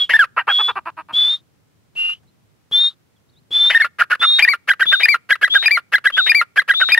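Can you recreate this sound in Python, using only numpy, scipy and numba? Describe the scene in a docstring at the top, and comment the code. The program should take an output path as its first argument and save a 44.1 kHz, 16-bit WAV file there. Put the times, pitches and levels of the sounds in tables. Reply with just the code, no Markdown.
"""Francolin duet in open scrub

Two francolins call close by, spread over two ports. The cock's syllables start as a croak of syrinx
pulses through throat resonances, lock onto clear harmonic tones and croak out again.
The hen answers with long near-sine whistles that scoop up and end in a diffuse, fading tail.
A coloured noise halo follows the loudness of each call. Beneath lie wind of shaped noise,
far songbird sweeps with a dull tick, and a faint echo of the cock."""
import sys
import numpy as np
from scipy import signal
from scipy.fft import rfft, irfft, next_fast_len
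from scipy.io import wavfile
from scipy.ndimage import uniform_filter1d
from numba import njit

SR = 44100
rng = np.random.default_rng(int(sys.argv[2]) if len(sys.argv) > 2 else 0)


def inscribe(sig):
    """Save sig as 16-bit PCM at rate SR to the path in sys.argv[1].

    A 1-D sig is mono; a 2-D sig holds one channel per row.
    Samples are clipped to [-1, 1] before scaling.
    """
    pcm = np.round(np.clip(np.atleast_2d(sig).T, -1, 1) * 32767)
    wavfile.write(sys.argv[1], SR, pcm.astype(np.int16))


N = 308249
T = np.arange(N) / SR
TOP_HZ = 15600  # upper edge of harmonics and output

# how hoarse the cock is, worst among his first keks and then clearing: (time [s], hoarseness [about 0-1])
HOARSENESS = [(3.75, .15), (3.98, 0.8), (4.26, 1.1), (4.4, 0.1), (4.7, 0.01)]


def undb(db):
    """Decibels to amplitude."""
    return 10 ** (np.asarray(db) / 20)


def span(start, end):
    """Samples of a note and the position 0-1 along it."""
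    part = slice(int(start * SR), min(int(end * SR), N))
    return part, np.linspace(0, 1, part.stop - part.start)


def follow(table):
    """Control that glides through (time, value) points."""
    return np.interp(T, *np.transpose(table))


def soften(x, s):
    """Round the corners of a control with two moving averages of s seconds."""
    size = int(s * SR) + 1
    return uniform_filter1d(uniform_filter1d(x, size), size)


def walk(rate_hz):
    """Smooth random wander of spread 1."""
    x = soften(rng.standard_normal(N), 1 / rate_hz)
    return x / x.std()


def hiss(spectrum):
    """Noise of rms 1 with the given colour."""
    hz, db = np.transpose(spectrum)
    size = next_fast_len(N)
    bins = np.arange(size // 2 + 1) * SR / size
    gain = undb(np.interp(np.log(bins + 1), np.log(hz), db))
    x = irfft(rfft(rng.standard_normal(size)) * gain, size)[:N]
    return x / x.std()


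@njit
def band_pass(x, hz, width):
    """State-variable band-pass with a moving centre and a width in Hz."""
    y, b, l = np.empty(len(x)), 0., 0.
    for i in range(len(x)):
        g, k = np.tan(np.pi * hz[i] / SR), width / hz[i]
        v = (b + g * (x[i] - l)) / (1 + g * (g + k))
        b, l, y[i] = 2 * v - b, l + 2 * g * v, k * v
    return y


def noise_band(hz, width):
    """White noise narrowed around a fixed or moving centre."""
    return band_pass(rng.standard_normal(N), np.full(N, 1.) * hz, width)


def pair(db, lead):
    """Complex gains of the two ports for a level difference and a phase lead; their mean is near 1 in size."""
    half = undb(db / 2) * np.exp(.5j * lead)
    return 2 * np.array([half, 1 / half]) / abs(half + 1 / half + .12)


def ports(x, table):
    """Split level and phase between the two ports by frequency."""
    hz, db, lead = np.transpose(table)
    size = next_fast_len(N)
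    f = np.arange(size // 2 + 1) * SR / size
    gains = pair(np.interp(f, hz, db), np.interp(f, [0, *hz], [0, *lead]))
    return irfft(rfft(x, size) * gains, size)[:, :N]


def moving_ports(x, table):
    """Split level and phase of a narrow sound between the ports as its bearing changes."""
    s, db, lead = np.transpose(table)
    gains = pair(np.interp(T, s, db), np.interp(T, s, lead))
    return np.real(signal.hilbert(x, next_fast_len(N))[:N] * gains)


def noise_halo(gain):
    """Coloured noise around a call, following its loudness, partly unrelated at the two ports."""
    # colour of the halo: (frequency [Hz], relative level [dB])
    halo_colour = [(300, -11), (1500, 2), (4500, -5), (6500, -32.5), (10000, -12.5), (15000, -24.5)]
    return gain * (hiss(halo_colour) + .5 * np.array([[1], [-1]]) * hiss(halo_colour))


def wind():
    """Gusty rumble, partly shared by the ports, over a smooth unrelated hiss."""
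    # colour of the wind: (frequency [Hz], relative level [dB])
    wind_colour = [(30, -18), (110, 1), (260, -11.5), (700, -22.5), (15000, -40)]
    # strength of the breeze ahead of the filter and make-up gain: (time [s], level [dB])
    gusts = [(0.0, -61.5), (6.8, -70)]
    left, right, both = (hiss(wind_colour) for _ in range(3))
    bass = signal.butter(1, 300, fs=SR, output="sos")
    own = np.array([left, right])
    gust = undb(follow(gusts) + 2.0 * walk(5.2) + 2. * walk(25))
    rumble = gust * signal.sosfilt(bass, 0.12 * both + 1.0 * own)
    smooth_hiss = own - signal.sosfilt(bass, own)
    return 1.6 * rumble + undb(-56) * smooth_hiss


def hen():
    """A near sine that scoops up after a low pop, trembles, glides and ends in a diffuse, fading tail."""
    # whistles: (start [s], end [s], scoop time [s], pitch after the scoop [Hz], last pitch [Hz],
    # level [dB], late minus early level [dB]); pitches are before any step
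    whistles = [(0, 0.049, .001, 3375, 3292, -15.5, -3), (0.491, 0.699, .011, 3330, 3440, -15.5, 0),
                (1.139, 1.351, 0.009, 3432, 3538, -14, -2), (1.966, 2.134, 0.0061, 2782, 2824, -22, -1.5),
                (2.725, 2.886, .022, 3608, 3702, -12.5, -2), (3.519, 3.703, 0.014, 3534, 3553, -12, 2.5),
                (4.207, 4.393, 0.0078, 3550, 3758, -14, -0.5),
                (4.867, 5.038, 0.0089, 3512, 3756, -22.5, -10.5),
                (5.507, 5.658, 0.03, 3660, 3784, -26.5, -9.5), (6.135, 6.299, 0.05, 3852, 3620, -27, 2.5),
                (6.747, 6.936, 0.026, 3763, 3724, -27, -6.5)]
    # sudden steps of pitch inside a whistle: (time [s], step [Hz])
    steps = [(1.284, 140.5), (2.126, 170), (2.84, -75), (2.862, 92.5), (3.651, 70.5), (6.191, 131)]
    tail_s = .06  # length of the fading tail
    arch_db, scoop_hz_s = 0.5, 13750  # the scoop starts to climb at this rate
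    hz, gain, pop = np.full(N, 3400.), np.zeros(N), np.zeros(N)
    for start, end, scoop_s, hz1, hz2, mid_db, tilt_db in whistles:
        early_db = mid_db - arch_db - tilt_db / 2
        late_db = mid_db - arch_db + tilt_db / 2
        part, u = span(max(start - .012, 0), end + tail_s)
        s = T[part]
        scoop = np.exp(-np.clip(s - start, 0, 1) / scoop_s)
        glide = np.clip((s - start) / (end - start), 0, 1)
        pitch = hz1 + (hz2 - hz1) * glide - scoop_hz_s * scoop_s * scoop
        for at, step_hz in steps:
            if start < at < end:
                pitch = pitch + step_hz * np.clip((s - at) / 0.024, 0, 1)
        times = start + (end - start) * np.array([.15, .5, .85])
        level = undb(np.interp(
            s, [start - .012, start, *times, end, end + 0.011, end + tail_s],
            [-50, early_db - 6.0, early_db, mid_db, late_db, late_db - 4.0, late_db - 20.5, late_db - 58]))
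        # where two whistles overlap the stronger one wins
        hz[part] = np.where(level >= gain[part], pitch, hz[part])
        gain[part] = np.maximum(level, gain[part])
        pop[part] = undb(early_db - 29.5) * np.exp(-20 * u)
    # the pitch blurs as the level falls
    faint = undb(-68) / (gain ** 2 + undb(-68))
    blur = .004 * walk(60) + (.003 + .05 * faint) * walk(900)
    phase = 2 * np.pi * np.cumsum(hz * (1 + blur)) / SR
    tremble = undb(1.2 * walk(70) + 1.1 * walk(720))
    whistle = np.sqrt(2) * tremble * np.sin(phase)
    loudness = soften(gain ** 0.54, .006)
    # noise hugging the whistle, tight and then wide
    skirt = undb(-6) * loudness * noise_band(hz, 170.0)
    skirt = skirt + undb(-32 + 1.1 * walk(40)) * loudness * noise_band(0.99 * hz, 1000.0)
    low_noise = undb(-27 + 7.9 * walk(60)) * loudness * noise_band(1250, 180.0)
    thump = pop * noise_band(180, 300.0) * 10
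    halo = noise_halo(undb(-24 + 1.0 * walk(30)) * soften(gain ** 1.24, 0.016))
    return gain * whistle + skirt, thump + low_noise + halo


def low_high(start, leap, end, hz, db, high_db, fade_db, sag, arch_db):
    """A low-register note and, if it leaps, the high-register note that the membranes break into."""
    low_end = leap or end
    length = low_end - start
    # the low register swells before a leap, else fades; a long low note holds its strength
    swell = (db - 5.5, db, 1.1) if leap else (db - 4.5, db - 16, 6.)
    if length > .04:
        swell = (db, db - 5.5, 1)
    low_bend = 1.9 if length < .04 else 1
    notes = [(start, low_end, hz, hz - 10840 * length, low_bend, *swell)]
    if leap:
        high_hz, top_db = 1.19 * hz, db + high_db
        notes.append((leap, end, high_hz, high_hz * (1 - sag), 2.8, top_db, top_db - fade_db, arch_db))
    return notes


def syllables():
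    """The cock's calls, cut into locked tones and the loose croaks before and after them.

    Tones are (start, end, Hz, Hz, bend, dB, dB, arch dB), leads (start, end, burst dB),
    tails (start, end, dB, dies)."""
    # level "ka" that opens the long call: (croak starts [s], locks [s], tone ends [s], pitch [Hz],
    # level [dB], burst of the croak [dB])
    kas = [(.093, 0.137, .168, 1781, -7, 7), (3.698, 3.748, 3.778, 1843, -7, 7),
           (4.386, 4.424, 4.45, 2422, -7.5, 11.5), (4.999, 5.033, 5.057, 2463, -8, -0.5),
           (5.624, 5.659, 5.682, 2488, -9, -0.5), (6.263, 6.295, 6.319, 2457, -8, 3.5),
           (6.887, 6.92, 6.948, 2467, -8.5, 1)]
    # low pitch [Hz], level [dB], level of the drop [dB])
    teers = [(.192, None, .241, .258, 1794, -8.5, -15.5), (3.8, 3.821, 3.846, 3.877, 1860, -6.5, -14.5),
             (4.477, 4.488, 4.536, 4.564, 1968, -6.5, -15.5), (5.084, 5.088, 5.144, 5.171, 1991, -7, -12.5),
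             (5.709, 5.713, 5.773, 5.803, 1997, -8, -15), (6.347, 6.35, 6.414, 6.439, 1995, -7.5, -12.5),
             (6.976, None, 6.989, 6.99, 1904, -6, -31.5)]
    keks = [(3.986, 4.012, 4.023, 4.035, 1459, -6.5), (4.1, 4.121, 4.135, 4.15, 1500, -4.5),
            (4.212, 4.237, None, 4.256, 1421, -5), (4.675, 4.698, 4.716, 4.734, 1687, -6.5),
            (4.795, 4.812, 4.829, 4.854, 1640, -7), (4.915, 4.932, None, 4.956, 1622, -7),
            (5.291, 5.313, 5.329, 5.354, 1712, -7), (5.413, 5.432, 5.447, 5.477, 1708, -5.5),
            (5.538, 5.554, None, 5.58, 1678, -5.5), (5.92, 5.94, 5.956, 5.981, 1738, -6),
            (6.041, 6.058, 6.073, 6.101, 1694, -6), (6.165, 6.181, None, 6.211, 1593, -7.5),
            (6.559, 6.579, 6.596, 6.617, 1727, -5.5), (6.678, 6.696, 6.713, 6.737, 1676, -6),
            (6.799, 6.816, None, 6.841, 1563, -7.5)]
    slip_hz, slip_s, slip_fade_db = 1812, 0.0086, 13  # high notes slip down before the gap
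    drop_hz, drop_share, drop_fade_db = 1405, .9, 23.5
    notes, leads, tails = [], [], []
    for (start, lock, end, hz, db, burst_db), teer in zip(kas, teers):
        leads.append((start, lock, burst_db))
        notes.append((lock, end, hz, hz * (1 - 0.015), 2.8, db, db, -1.5))
        if hz > 2000:
            notes.append((end, end + slip_s, slip_hz, slip_hz, 1, db + 0.5, db - slip_fade_db, 0))
        tails.append((notes[-1][1], teer[0], -27.5, False))
    for start, leap, drop, silent, hz, db, drop_db in teers:
        # the later the leap, the weaker the high note
        high_db = -2.5 - 301 * ((leap or start) - start)
        notes += low_high(start, leap, drop, hz, db, high_db, 5.5, .18, -0.57)
        if leap:
            drop_end = drop + drop_share * (silent - drop)
            notes.append((drop, drop_end, drop_hz, drop_hz, 1, drop_db, drop_db - drop_fade_db, 0))
        tails.append((drop, silent, drop_db - 3.5, True))
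    for start, lock, leap, end, hz, db in keks:
        leads.append((start, lock, None))
        notes += low_high(lock, leap, end, hz, db, -9, 17.5, 0.23, 1.5)
        tails.append((end, end + 0.012, db + (-16 if leap else -25), True))
    return notes, leads, tails


@njit
def pulses(hz, stretch, size):
    """A pulse at each wrap of the phase; every cycle has its own length and size."""
    out, p, k = np.zeros(len(hz) + 1), 0., 0
    for i in range(len(hz)):
        step = hz[i] * stretch[k] / SR
        p += step
        if p >= 1:
            p, k = p - 1, k + 1
            # share the pulse between two samples to place it finely
            out[i] += size[k] * p / step
            out[i + 1] += size[k] * (1 - p / step)
    return out[:-1]


def croaks(leads, tails, tone_gain):
    """Loose membranes: slow pulses ring two throat resonances that rise as the beak opens."""
    # clucks that never lock: (start [s], end [s], drive ahead of the throat [dB], nominal top pulse rate [Hz])
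    clucks = [(0.365, 0.426, -7, 1017), (.471, 0.529, -6, 905), (0.585, 0.625, -14.5, 441.3),
              (0.678, 0.72, -11.5, 515.5), (0.755, 0.797, -14.5, 393.7), (0.856, 0.903, -17.5, 346.2),
              (0.969, 1.021, -22, 322.9), (1.086, 1.129, -27, 312.5)]
    rate, gain, beak = np.full(N, 750.), np.zeros(N), np.full(N, .3)
    hoarse, shut = follow(HOARSENESS), np.zeros(N)
    rough, chest_db = np.full(N, .9), np.full(N, -18.)
    for start, end, burst_db in leads:
        is_ka = burst_db is not None
        part, u = span(start, end)
        s = T[part] - start
        if is_ka:
            burst = burst_db * np.exp(-((s - 0.01) / 0.01) ** 2)
            level_db = -21.5 + burst
        else:
            level_db = np.minimum(-30 + 1100 * s, -10 - 4.442 * hoarse[part])
        rate[part] = np.minimum(350 + (26000 if is_ka else 22000) * s, 950)
        gain[part] = undb(level_db)
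        beak[part] = np.minimum(s / (.012 if is_ka else .03), 1 - 0.84 * hoarse[part])
    for start, end, db, dies in tails:
        part, u = span(start, end + .003)
        # it sinks and dies away unless the next tone follows at once
        rate[part] = 700 - 300 * u if dies else 900
        gain[part] = undb(db - 35 * u ** 1.5 if dies else db + 8 * (.5 - np.sin(np.pi * u)))
        beak[part] = .1 if dies else .6
    for start, end, db, top_hz in clucks:
        part, u = span(start, end)
        arch = np.sin(np.pi * u ** .8)
        rate[part] = 290 + (top_hz - 290) * arch
        if top_hz > 800:  # a strong cluck climbs, makes a small upward jump and sags
            rate[part] = top_hz * np.where(u < .36, .35 + u, 1.2 - .5 * u)
            arch = np.sin(np.pi * u ** .65)
        gain[part] = undb(db - 7.0 - (8 + top_hz / 90) * (1 - arch) ** 1.3 - 10 * u ** 12)
        shut[part] = .85 - top_hz / 2000
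        rough[part], chest_db[part] = .28, -15
        beak[part] = (rate[part] - 800) / 1300
    chance = rng.standard_normal((N // 20, 2)).T
    # a hoarse voice keeps croaking under its tones
    gain = soften(np.maximum(gain, .28 * hoarse * tone_gain), .002)
    # the harder the effort, the less even the beat
    uneven = np.exp(rough * gain * walk(500))
    beat = pulses(rate * uneven, np.exp(.045 * chance[0]), undb(2.5 * chance[1]))
    beat = gain * (np.sqrt(SR / rate) * beat + .18 * rng.standard_normal(N))
    throat_hz = 1350 + 800 * soften(beak, 0.0002)
    upper_hz = 2750 + 400 * soften(beak, 0.00094)
    chest = band_pass(beat, rate, 380.0)
    first = band_pass(band_pass(beat, throat_hz, 500.), throat_hz, 1100.)
    second = band_pass(band_pass(beat, upper_hz, 500.), upper_hz, 900.)
    edge = band_pass(beat, np.full(N, 4300.), 1100.0)
    voice = first - undb(-13.0 + 2.2 * beak) * second + undb(chest_db) * chest + undb(-29.5) * edge
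    # a closed beak hollows out the middle and swallows the treble
    voice = voice - shut * band_pass(voice, np.full(N, 2080.), 550.0)
    dull = signal.sosfilt(signal.butter(4, 3200, fs=SR, output="sos"), voice)
    voice = np.where(shut > 0, dull, voice)
    windpipe = signal.butter(2, [300, 5200], "band", fs=SR, output="sos")
    return undb(16.5) * signal.sosfilt(windpipe, voice), gain * rough ** 2


def tones(notes):
    """Locked membranes: a clean harmonic stack whose pitch bends along each note."""
    # strength of each harmonic from the fundamental up, ahead of colour and flutter: level [dB]
    harmonics = [3, -14, -32, -39.5, -41, -49, -55.5, -54]
    # colour the beak gives the harmonics: (frequency [Hz], level [dB])
    beak_colour = [(5000, -2), (6500, -6.5), (8000, -6), (10000, 8.5), (15000, 6)]
    hz, gain, passing = np.zeros(N), np.zeros(N), np.zeros(N)
    for start, end, hz0, hz1, bend, db0, db1, arch_db in notes:
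        part, u = span(start, end)
        # it locks from just below
        hz[part] = hz0 + (hz1 - hz0) * u ** bend - 170 * np.exp(-u / .09)
        passing[part] = end - start < .0125  # too brief to grow full overtones
        level_db = db0 + (db1 - db0) * u ** 1.3 + 4.8 * arch_db * u * (1 - u)
        if end - start > .022 and arch_db < 2:
            level_db = level_db + 2.5 * np.exp(-u / .2)  # overshoot as the tone locks
        gain[part] = undb(level_db)
    hoarse = follow(HOARSENESS)
    gain = soften(gain, .0016) * undb(hoarse * (4.3 * np.tanh(walk(250)) - 2.0))
    hz = soften(np.interp(T, T[hz > 0], hz[hz > 0]), .0006)
    phase = 2 * np.pi * np.cumsum(hz * (1 + (.006 + 0.013 * hoarse) * walk(690))) / SR
    # every second cycle differs a little
    halves = sum(undb(-35 + 6 * walk(60)) * np.sin(k * phase / 2) for k in (1, 3))
    # noise torn loose once a cycle, stronger as the register breaks
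    jump = np.minimum(soften(abs(np.gradient(hz)), 0.005) / 6.9, 1)
    rasp = (undb(-32) + undb(-17) * jump) * (1 + np.sin(phase)) * noise_band(3380, 2200.0)
    stack = np.zeros(N)
    for k, db in enumerate(harmonics):
        order_hz = (k + 1) * hz
        loss_db = (10.0 * hoarse + 6.6 * passing) * (k > 0)
        colour_db = np.interp(order_hz, *np.transpose(beak_colour))
        flutter_db = 1.0 * k * walk(400)  # each higher harmonic flutters more
        level = undb(db - loss_db + colour_db + flutter_db)
        stack += level * (order_hz < TOP_HZ) * np.sin((k + 1) * phase)
    return gain * (halves + rasp) + gain * np.sqrt(2) * stack, gain


def cock():
    """Tones and croaks, with a coloured noise halo that follows their loudness."""
    notes, leads, tails = syllables()
    tone, tone_gain = tones(notes)
    croak, croak_gain = croaks(leads, tails, tone_gain)
    halo_gain = undb(-43.5) * np.sqrt(abs(tone_gain)) + undb(-20.0) * abs(croak_gain) ** 0.67
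    return tone + croak, noise_halo(halo_gain)


def echo(x):
    """Scrub and ground scatter a little back: two decaying noise tails, unrelated at the two ports."""
    s = T[:SR // 2]
    decay = undb(-45.5) * np.exp(-s / 0.012) + undb(-70.5) * np.exp(-s / .06)
    tail = rng.standard_normal((2, len(s))) * decay
    return signal.fftconvolve(x[None], tail, axes=1)[:, :N]


def far():
    """Faint songbird sweeps, smeared by turbulent air, and a dull tick of band-passed noise."""
    # songbird sweeps: (start [s], end [s], first pitch [Hz], last pitch [Hz], peak level [dB])
    chirps = [(2.268, 2.309, 3800, 4250, -64), (3.155, 3.187, 3800, 2900, -65),
              (3.288, 3.31, 3860, 4380, -61), (3.322, 3.36, 4050, 3400, -65.5),
              (3.352, 3.402, 3340, 4380, -56.5)]
    tick_s, tick_db = 2.231, -48
    out, waver = np.zeros(N), 1 + .035 * walk(300)
    for start, end, hz0, hz1, db in chirps:
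        part, u = span(start, end)
        phase = 2 * np.pi * np.cumsum((hz0 + (hz1 - hz0) * u) * waver[part]) / SR
        out[part] += undb(db) * np.sin(np.pi * u) * np.sin(phase)
    grit = noise_band(700, 900.0)
    return out + undb(tick_db) * (T > tick_s) * np.exp(-abs(T - tick_s) / 0.013) * grit


def scene():
    """Both birds placed between the ports, over the cock's echo, the far sounds and the wind."""
    # how the ports take the cock: (frequency [Hz], left minus right level [dB], left leads by [rad])
    cock_split = [(900, -2, 0), (1600, -1, .45), (2150, 5, .3), (2500, 2.5, -.35), (3600, 3.4, -1.4),
                  (4900, 14, -4.4), (8000, 0, -4.6)]
    # she walks about, so each whistle meets the ports differently:
    # (time [s], left minus right level [dB], left leads by [rad])
    hen_bearing = [(.5, -1.1, .66), (1.2, 1.7, .06), (2., .2, -1.6), (2.8, 2.8, -.7), (3.6, 2, -.3),
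                   (4.3, -.3, -1.3), (4.95, 6, -2.3), (5.6, 5, -2.85)]
    male, male_halo = cock()
    female, female_noise = hen()
    birds = ports(male, cock_split) + moving_ports(female, hen_bearing) + male_halo + female_noise
    return birds + echo(male) + far() + wind()


def record(dry):
    """The recorder rounds the loudest peaks, drops the deepest bass and cuts the top."""
    rounded = dry / (1 + abs(dry) ** 8) ** (1 / 8)
    thin = signal.sosfilt(signal.butter(2, 70, "high", fs=SR, output="sos"), rounded)
    return signal.sosfilt(signal.ellip(8, .2, 70, TOP_HZ, fs=SR, output="sos"), thin)


dry = scene()
out = record(dry)
inscribe(out)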